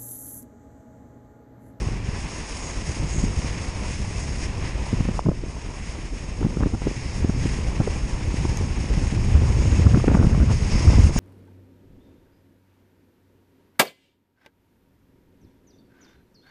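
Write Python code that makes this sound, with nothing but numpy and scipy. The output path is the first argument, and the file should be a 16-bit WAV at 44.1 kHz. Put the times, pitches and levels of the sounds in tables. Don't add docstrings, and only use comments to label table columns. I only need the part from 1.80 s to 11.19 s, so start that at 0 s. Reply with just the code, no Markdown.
import sys
import numpy as np
from scipy import signal
from scipy.fft import rfft, irfft, next_fast_len
from scipy.io import wavfile
from scipy.ndimage import uniform_filter1d

SR = 44100
rng = np.random.default_rng(int(sys.argv[2]) if len(sys.argv) > 2 else 0)


def persist_wave(psi):
    counts = np.round(np.clip(psi, -1, 1) * 32767).astype(np.int16)
    wavfile.write(sys.argv[1], SR, np.atleast_2d(counts).T)


N = 414099
TIME = np.arange(N) / SR


def undb(db):
    return 10 ** (np.asarray(db) / 20)


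def unit(x):
    return x / np.sqrt(np.mean(x ** 2) + 1e-18)


def curves(table):
    times, *columns = np.transpose(table)
    return [np.interp(TIME, times, column) for column in columns]


def bumps(rows):
    out = np.zeros(N)
    for s, height, width in rows:
        a, b = np.searchsorted(TIME, [s - 4 * width, s + 4 * width])
        out[a:b] += height * np.exp(-((TIME[a:b] - s) / width) ** 2)
    return out


def swells(rows):
    return bumps([(s, undb(db), width) for s, db, width in rows])


def colour(x, spectrum, modes=()):
    f = np.arange(len(x) // 2 + 1) * SR / len(x) + 1e-3
    hz, db = np.transpose(spectrum)
    power = undb(np.interp(np.log(f), np.log(hz), db)) ** 2 / (1 + (f / hz[-1]) ** 8)
    for centre, width, mode_db in modes:
        power = power + undb(mode_db) ** 2 / (1 + ((f - centre) / width) ** 2) ** 2
    return unit(irfft(rfft(x) * np.sqrt(power), len(x)))


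def noise(spectrum, modes=(), grain_db=0):
    n = next_fast_len(N, True)
    impacts = rng.standard_normal(n) * undb(grain_db * np.minimum(rng.exponential(size=n), 7))
    return colour(impacts, spectrum, modes)[:N]


def wander(rate):
    hold = max(int(SR / rate), 2)
    steps = np.repeat(np.clip(rng.standard_normal(N // hold + 1), -2, 2), hold)
    return unit(uniform_filter1d(steps, hold)[:N])


def even(x, seconds):
    return x / np.sqrt(uniform_filter1d(x ** 2, int(seconds * SR)) + 1e-9)


def lowpass(x, hz):
    return signal.sosfilt(signal.ellip(10, .2, 80, hz, fs=SR, output="sos"), x)


# t/s, level/dB
WIND_STRENGTH = [(0.0, -27), (0.33, -29), (0.66, -36), (1.42, -22.5), (1.85, -29.5), (2.2, -27.5),
                 (3.3, -26.5), (3.8, -33), (4.45, -30.5), (4.8, -24.5), (5.2, -30), (5.5, -23), (6.2, -25),
                 (7.33, -22.5), (7.52, -18.5), (8.35, -16), (8.9, -20), (9.39, -23.5)]
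# t/s, rumble change/dB, flutter change/dB, half-width/s
GUSTS_AND_LULLS = [(0.064, 11, 2, 0.018), (3.258, 2, -0.5, 0.2), (3.444, -5, -2, 0.021),
                   (4.774, -1, 3.5, 0.17), (5.01, -3, -8, 0.029), (7.175, 10, 1, 0.022),
                   (7.573, 4.5, 2.5, 0.09), (7.787, 0, -1, 0.078), (8.036, 3, 1, 0.13),
                   (8.088, -6, 0, 0.0073), (8.237, -6, -16, 0.038), (8.342, 0, 4, 0.28),
                   (8.329, -4.5, -8, 0.011), (8.38, -3.5, 1, 0.013), (8.678, 5, 3.5, 0.057),
                   (8.772, -5, -20, 0.02), (9.196, 11.5, 7, 0.18), (9.343, -13, -16, .02)]

def airflow():
    cruise_db = -25
    strength_db, = curves(WIND_STRENGTH)
    rumble_gusts = bumps([(s, change, width) for s, change, _, width in GUSTS_AND_LULLS])
    flutter_gusts = bumps([(s, change, width) for s, _, change, width in GUSTS_AND_LULLS])
    return strength_db + rumble_gusts, -37.5 + 0.73 * (strength_db - cruise_db) + flutter_gusts


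# f/Hz, relative level/dB
SLOW_FLOW_SPECTRUM = [(10, -13.5), (25, -6.5), (42, 1.5), (85, -6.5), (130, -10), (200, -19), (400, -40),
                      (900, -75.5)]
FAST_FLOW_SPECTRUM = [(10, -31), (25, -13), (50, -6.5), (68, -2), (84, -1), (125, -9.5), (200, -19.5),
                      (400, -39), (900, -71)]
FLUTTER_SPECTRUM = [(60, -30.5), (130, -1), (200, 1.5), (330, -3), (500, -10), (800, -21.5), (1400, -32.5),
                    (2200, -49)]
SEPARATION_SPECTRUM = [(200, -25), (450, 6), (900, -10), (1450, 2), (2000, -14), (3000, -36.5)]

def wind(rumble_db, flutter_db):
    force = np.clip((rumble_db + 27) / 13, 0, 1)
    flow = np.sqrt(1 - force) * noise(SLOW_FLOW_SPECTRUM) + np.sqrt(force) * noise(FAST_FLOW_SPECTRUM)
    rumble = even(flow, 0.13)
    flutter = even(noise(FLUTTER_SPECTRUM) * (1 + .5 * np.abs(rumble)) * undb(wander(70)), 0.15)
    sputter = even(undb(2.2 * wander(28)), 0.17)
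    crackle_db = 2 * np.minimum(flutter_db + 29, 2) - 43
    crackle = unit(noise(SEPARATION_SPECTRUM) * rumble ** 2) * undb(crackle_db)
    return (rumble * undb(rumble_db) + flutter * undb(flutter_db) + crackle) * sputter


# t/s, crunch level/dB, hiss against crunch/dB
SNOW_LOAD = [(0.0, -42, -1.5), (0.2, -44, -4.5), (0.5, -42, -1), (0.9, -41.3, 0), (1.75, -41, -2),
             (2.45, -43, 1), (2.8, -42, -4.5), (3.4, -42.5, -2.5), (3.85, -46, -1.5), (4.98, -45.5, -2.5),
             (5.12, -43.5, -2), (6.1, -42.5, -2.5), (7.0, -41.5, -1.5), (7.65, -41, -3), (8.66, -43, -2),
             (9.02, -37.5, -1.5), (9.39, -38.5, 0)]
# t/s, level change/dB, half-width/s
SNOW_PATCHES = [(.35, 2, 0.063), (1.68, 2.5, 0.024), (1.79, 4, 0.05), (1.92, -1.5, 0.14), (2.15, 3, 0.038),
                (2.64, 3, 0.015), (2.86, 3.3, 0.034), (4.12, 1.5, 0.025), (5.5, -3.5, 0.053),
                (5.68, 3.5, 0.092), (6.57, 2, 0.037), (7.89, 3, 0.15), (8.72, 4.5, 0.023),
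                (9.31, -6, 0.013), (9.385, 4.5, 0.015)]
# f/Hz, relative level/dB
TREAD_SPECTRUM = [(120, -4), (400, 1), (650, -2.5), (800, -2), (1000, 0), (1270, -7.5), (1700, -23),
                  (3000, -28)]
CRUNCH_SPECTRUM = [(600, -5.5), (1300, -9.5), (1620, -3.5), (2000, -0.5), (2600, -1), (3250, -8.5),
                   (4200, -13.5), (6000, -24.5)]
HISS_SPECTRUM = [(2500, -28.5), (3600, -8.5), (4400, -4.5), (5000, 4), (5600, 0), (6000, -12.5),
                 (6900, 0.5), (7600, -2), (10000, -5), (12000, -50.5)]
SCRAPE_SPECTRUM = [(1300, -16.5), (2100, 3), (2700, -10), (4000, -14.5), (4900, 1), (5400, 3), (6100, -9.5),
                   (10000, -33)]
# f/Hz, half-width/Hz, relative level/dB
CASE_MODES = [(5560, 380, 3.5), (6495, 193, 9)]

def tyres():
    crunch_db, thrown_db = curves(SNOW_LOAD)
    usual_crunch_db = -43
    ruts_db = 0.48 * wander(15) + 0.84 * wander(90)
    roar_db = -42.5 + 0.91 * (crunch_db - usual_crunch_db)
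    snow_db = crunch_db + bumps(SNOW_PATCHES)
    hiss_db = snow_db + thrown_db - 1.06
    roar = noise(TREAD_SPECTRUM, grain_db=2.5) * undb(roar_db + 1.43 * wander(10))
    crunch = noise(CRUNCH_SPECTRUM, grain_db=2.5) * undb(snow_db - 0.24 + 0.84 * wander(20))
    hiss = noise(HISS_SPECTRUM, CASE_MODES, grain_db=1) * undb(hiss_db + 1.1 * wander(21))
    rasp = noise(SCRAPE_SPECTRUM, grain_db=4) * undb(snow_db - 8.5 + 1.2 * wander(11))
    return (roar + crunch + hiss + rasp) * undb(ruts_db + dip())


def pressure_front(t, hz, phase):
    half_width_cycles = 0.44
    return np.exp(-(t * hz / half_width_cycles) ** 2 / 2) * np.sin(2 * np.pi * (hz * t + phase))


# t/s, thud level/dB, nominal thud f/Hz, slap level/dB, half-width/s
LOUD_BUFFETS = [(.073, -23, 130, -50, .006), (.29, -24, 240, -46, 0.0027), (1.442, -15, 230, -42, 0.0053),
                (3.131, -15.5, 225, -52, 0.0025), (3.139, -19, 215, -54, .007),
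                (3.207, -16.5, 202, -34, 0.0035), (3.255, -25.5, 302, -35.5, .0035),
                (3.289, -10, 223, -32, 0.0047), (3.462, -19, 300, -30.5, 0.0037),
                (3.4693, -11.5, 277, -34, 0.0023), (3.4878, -11.5, 290, -30, 0.0021),
                (3.492, -17, 380, -29.5, .0022), (3.499, -31, 360, -42, .003),
                (3.517, -23, 305, -34, 0.0046), (3.638, -25, 343, -42, .0043), (4.615, -24, 346, -41, .005),
                (4.628, -21.5, 231, -30, 0.0039), (4.651, -13, 290, -33, 0.0055),
                (4.666, -16.5, 307, -43, .004), (4.771, -18, 308, -35, .0028),
                (4.807, -17.5, 297, -31, .0024), (4.815, -28, 302, -31, .0028),
                (4.828, -22, 270, -29, .003), (4.835, -22, 288, -24.5, .0028),
                (4.861, -17, 284, -37, 0.0032), (4.870, -18.5, 310, -32.5, 0.0029),
                (4.939, -19, 290, -36, .0035), (4.949, -22, 278, -32, 0.0036), (5.02, -30, 261, -35, .004),
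                (5.0715, -14.5, 290, -34, 0.0044), (5.08, -20, 290, -37, .0035),
                (5.114, -23.5, 259, -43, .003), (5.447, -14, 242, -35, .004), (5.459, -31, 270, -37, .003),
                (5.497, -13, 240, -36, 0.005), (5.658, -17.5, 335, -41, 0.0071),
                (5.931, -30, 359, -41, 0.0049), (6.003, -15, 310, -30.5, 0.0045),
                (6.012, -17.5, 440, -33, .0038), (6.0765, -16.5, 420, -33, 0.0047),
                (6.5427, -20.5, 327, -38, .003), (6.607, -20.5, 212, -56, 0.012),
                (6.653, -15.5, 374, -32, .004), (7.176, -14, 190, -32.5, .006),
                (7.326, -21.5, 264, -51, .0088), (7.856, -25, 319, -31, 0.0027),
                (7.998, -14.5, 229, -36, .0065), (8.0666, -12.5, 203, -28, 0.0042),
                (8.1465, -10, 235, -24, 0.0046), (8.174, -10, 220, -27, 0.0028),
                (8.2, -27, 200, -28.5, 0.0022), (8.243, -16.5, 440, -31, 0.0042),
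                (8.2818, -8, 260, -21, 0.0038), (8.3013, -27, 296, -31, .0015),
                (8.317, -16.5, 310, -30, 0.0066), (8.336, -31, 295, -31, 0.0022),
                (8.3505, -10, 278, -22.5, 0.0043), (8.371, -22, 260, -31, .0037),
                (8.4007, -11.5, 329, -37, .0025), (8.415, -15, 340, -40, .0065),
                (8.428, -22, 238, -28, .0042), (8.447, -14, 243, -30, 0.0054),
                (8.472, -12.5, 190, -42, 0.0027), (8.549, -25, 297, -29, 0.0049),
                (8.577, -17, 265, -35, 0.0056), (8.636, -17, 262, -43, .0076),
                (8.704, -23, 223, -29.5, 0.014), (8.821, -23.5, 203, -38, 0.0068),
                (9.137, -18, 205, -29.5, 0.0087), (9.364, -14.5, 255, -29, 0.0047)]
# f/Hz, relative level/dB
SLAP_SPECTRUM = [(250, -13), (450, 9), (850, 2), (1400, -2.5), (1850, -16.5), (2800, -41.5)]

def buffets(rows):
    size, core_cycles, usual_slap_db = 4096, 0.33, -30
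    out, t = np.zeros(N + 2 * size), (np.arange(size) - size // 2) / SR
    skewed = np.where(t < 0, t / 0.71, t / 1.04)
    for s, thud_db, hz, slap_db, width in rows:
        swell = np.exp(-(skewed / width) ** 2 / 2)
        unrest = colour(rng.standard_normal(size), [(50, -1.5), (300, -1.5), (600, -22.5)])
        cycles = np.cumsum(hz * (0.3 + 0.56 * swell) * np.exp(0.5 * np.tanh(unrest))) / SR
        phase = rng.random()
        swing = np.sin(2 * np.pi * (cycles - cycles[size // 2] + phase))
        core = np.imag(np.exp(2j * np.pi * phase) / (1 - 1j * t * hz / core_cycles) ** 2)
        thud = undb(-1.7) * (swell * swing + core * np.hanning(size))
        crest = np.exp(-(skewed / (width * 0.94)) ** 2 / 2)
        spurts = colour(rng.standard_normal(size) * crest * swing ** 2, SLAP_SPECTRUM)
        spurts *= np.sqrt(np.mean(crest ** 2))
        front_hz = 780 * 2 ** (0.14 * (slap_db - usual_slap_db))
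        slap = undb(-1) * spurts + undb(3.5) * pressure_front(t, front_hz, phase)
        start = int(s * SR) + size // 2
        out[start:start + size] += thud * undb(thud_db) + slap * undb(slap_db)
    return out[size:size + N]


def shoves():
    against_thud_db, half_width_s = -5, 0.0089
    push = swells([(s, thud_db + against_thud_db, half_width_s) for s, thud_db, *_ in LOUD_BUFFETS])
    return push * even(noise([(30, -15.5), (70, -7), (110, -5.5), (160, -8.5), (300, -22)]), 0.04)


def eddies(flutter_db):
    per_second, usual_hz, usual_width_s = 8, 310, 0.0051
    rows = []
    for when, size, pitch, span in rng.random((int(per_second * N / SR), 4)):
        thud_db = flutter_db[int(when * N)] + 6 + 5.5 * (2 * size - 1)
        hz = usual_hz * 2 ** (pitch - .5)
        rows.append((when * N / SR, thud_db, hz, thud_db - 14.5, usual_width_s * (.5 + span)))
    return buffets(rows)


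# t/s, level/dB, half-width/s
SIDE_SLIPS = [(.55, -54, 0.13), (1.66, -54, .03), (2.645, -41, .018), (5.1, -47, .025),
              (5.28, -45.5, 0.092), (8.8, -48.5, 0.097), (8.965, -36, 0.086), (9.14, -40.5, 0.083)]

def skids():
    grains_per_s = 330
    rasp = noise(SCRAPE_SPECTRUM, grain_db=2) * undb(1.2 * wander(110))
    grains = (rng.random(N) < grains_per_s / SR) * undb(-rng.standard_normal(N))
    grit_spectrum = [(1200, -22), (2150, 6), (3800, -9), (5300, 1), (7200, -3), (10000, -8)]
    grit = colour(grains, grit_spectrum, CASE_MODES)
    return swells(SIDE_SLIPS) * (rasp + undb(-9) * grit)


# t/s, level/dB, half-width/s
SPRAY_FANS = [(.87, -41.5, 0.075), (1.38, -37.5, 0.078), (7.9, -45, 0.15), (9.376, -34.5, 0.0072)]

def spray():
    spectrum = [(5800, -28), (6550, 0), (7100, -10), (7800, -13.5), (10000, -26)]
    return swells(SPRAY_FANS) * noise(spectrum, grain_db=1)


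# t/s, envelope peak level/dB, f/Hz
AIR_POPS = [(3.0667, -22, 744), (3.393, -10, 830), (8.3452, -19, 1090), (8.698, -24, 1000)]

def pops():
    out, t = np.zeros(N), np.arange(-(SR // 100), SR // 100) / SR
    for s, db, hz in AIR_POPS:
        start = int((s + t[0]) * SR)
        out[start:start + len(t)] += undb(db) * pressure_front(t, hz, rng.random())
    return out


def dip():
    start_s, fall_s, hold_s, recover_s = 3.405, 0.011, 0.12, 0.33
    corners = start_s + np.cumsum([0, fall_s, hold_s, recover_s])
    return np.interp(TIME, corners, [0, -6, -6, 0])


# t/s, level/dB
ICE_STRIKES = [(6.7712, -27), (6.7726, -22)]

def ice_ticks():
    ring_hz, ring_decay_s = CASE_MODES[-1][0], .0013
    crack_hz, crack_decay_s = 8700, .00016
    out, t = np.zeros(N), np.arange(SR // 50) / SR
    ring = np.sin(2 * np.pi * ring_hz * t) * np.exp(-t / ring_decay_s)
    crack = undb(-.5) * np.cos(2 * np.pi * crack_hz * t) * np.exp(-t / crack_decay_s)
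    for s, db in ICE_STRIKES:
        start = int(s * SR)
        out[start:start + len(t)] += undb(db) * (ring + crack)
    return out


def scene():
    rumble_db, flutter_db = airflow()
    air = wind(rumble_db, flutter_db) + buffets(LOUD_BUFFETS) + shoves() + pops()
    snow = lowpass(tyres() + skids() + spray(), hz=10450)
    return (air + snow + ice_ticks() + eddies(flutter_db))[None]


def record(dry):
    ceiling = 1.6
    return lowpass(ceiling * np.tanh(dry / ceiling), hz=14200)


dry = scene()
out = record(dry)
persist_wave(out)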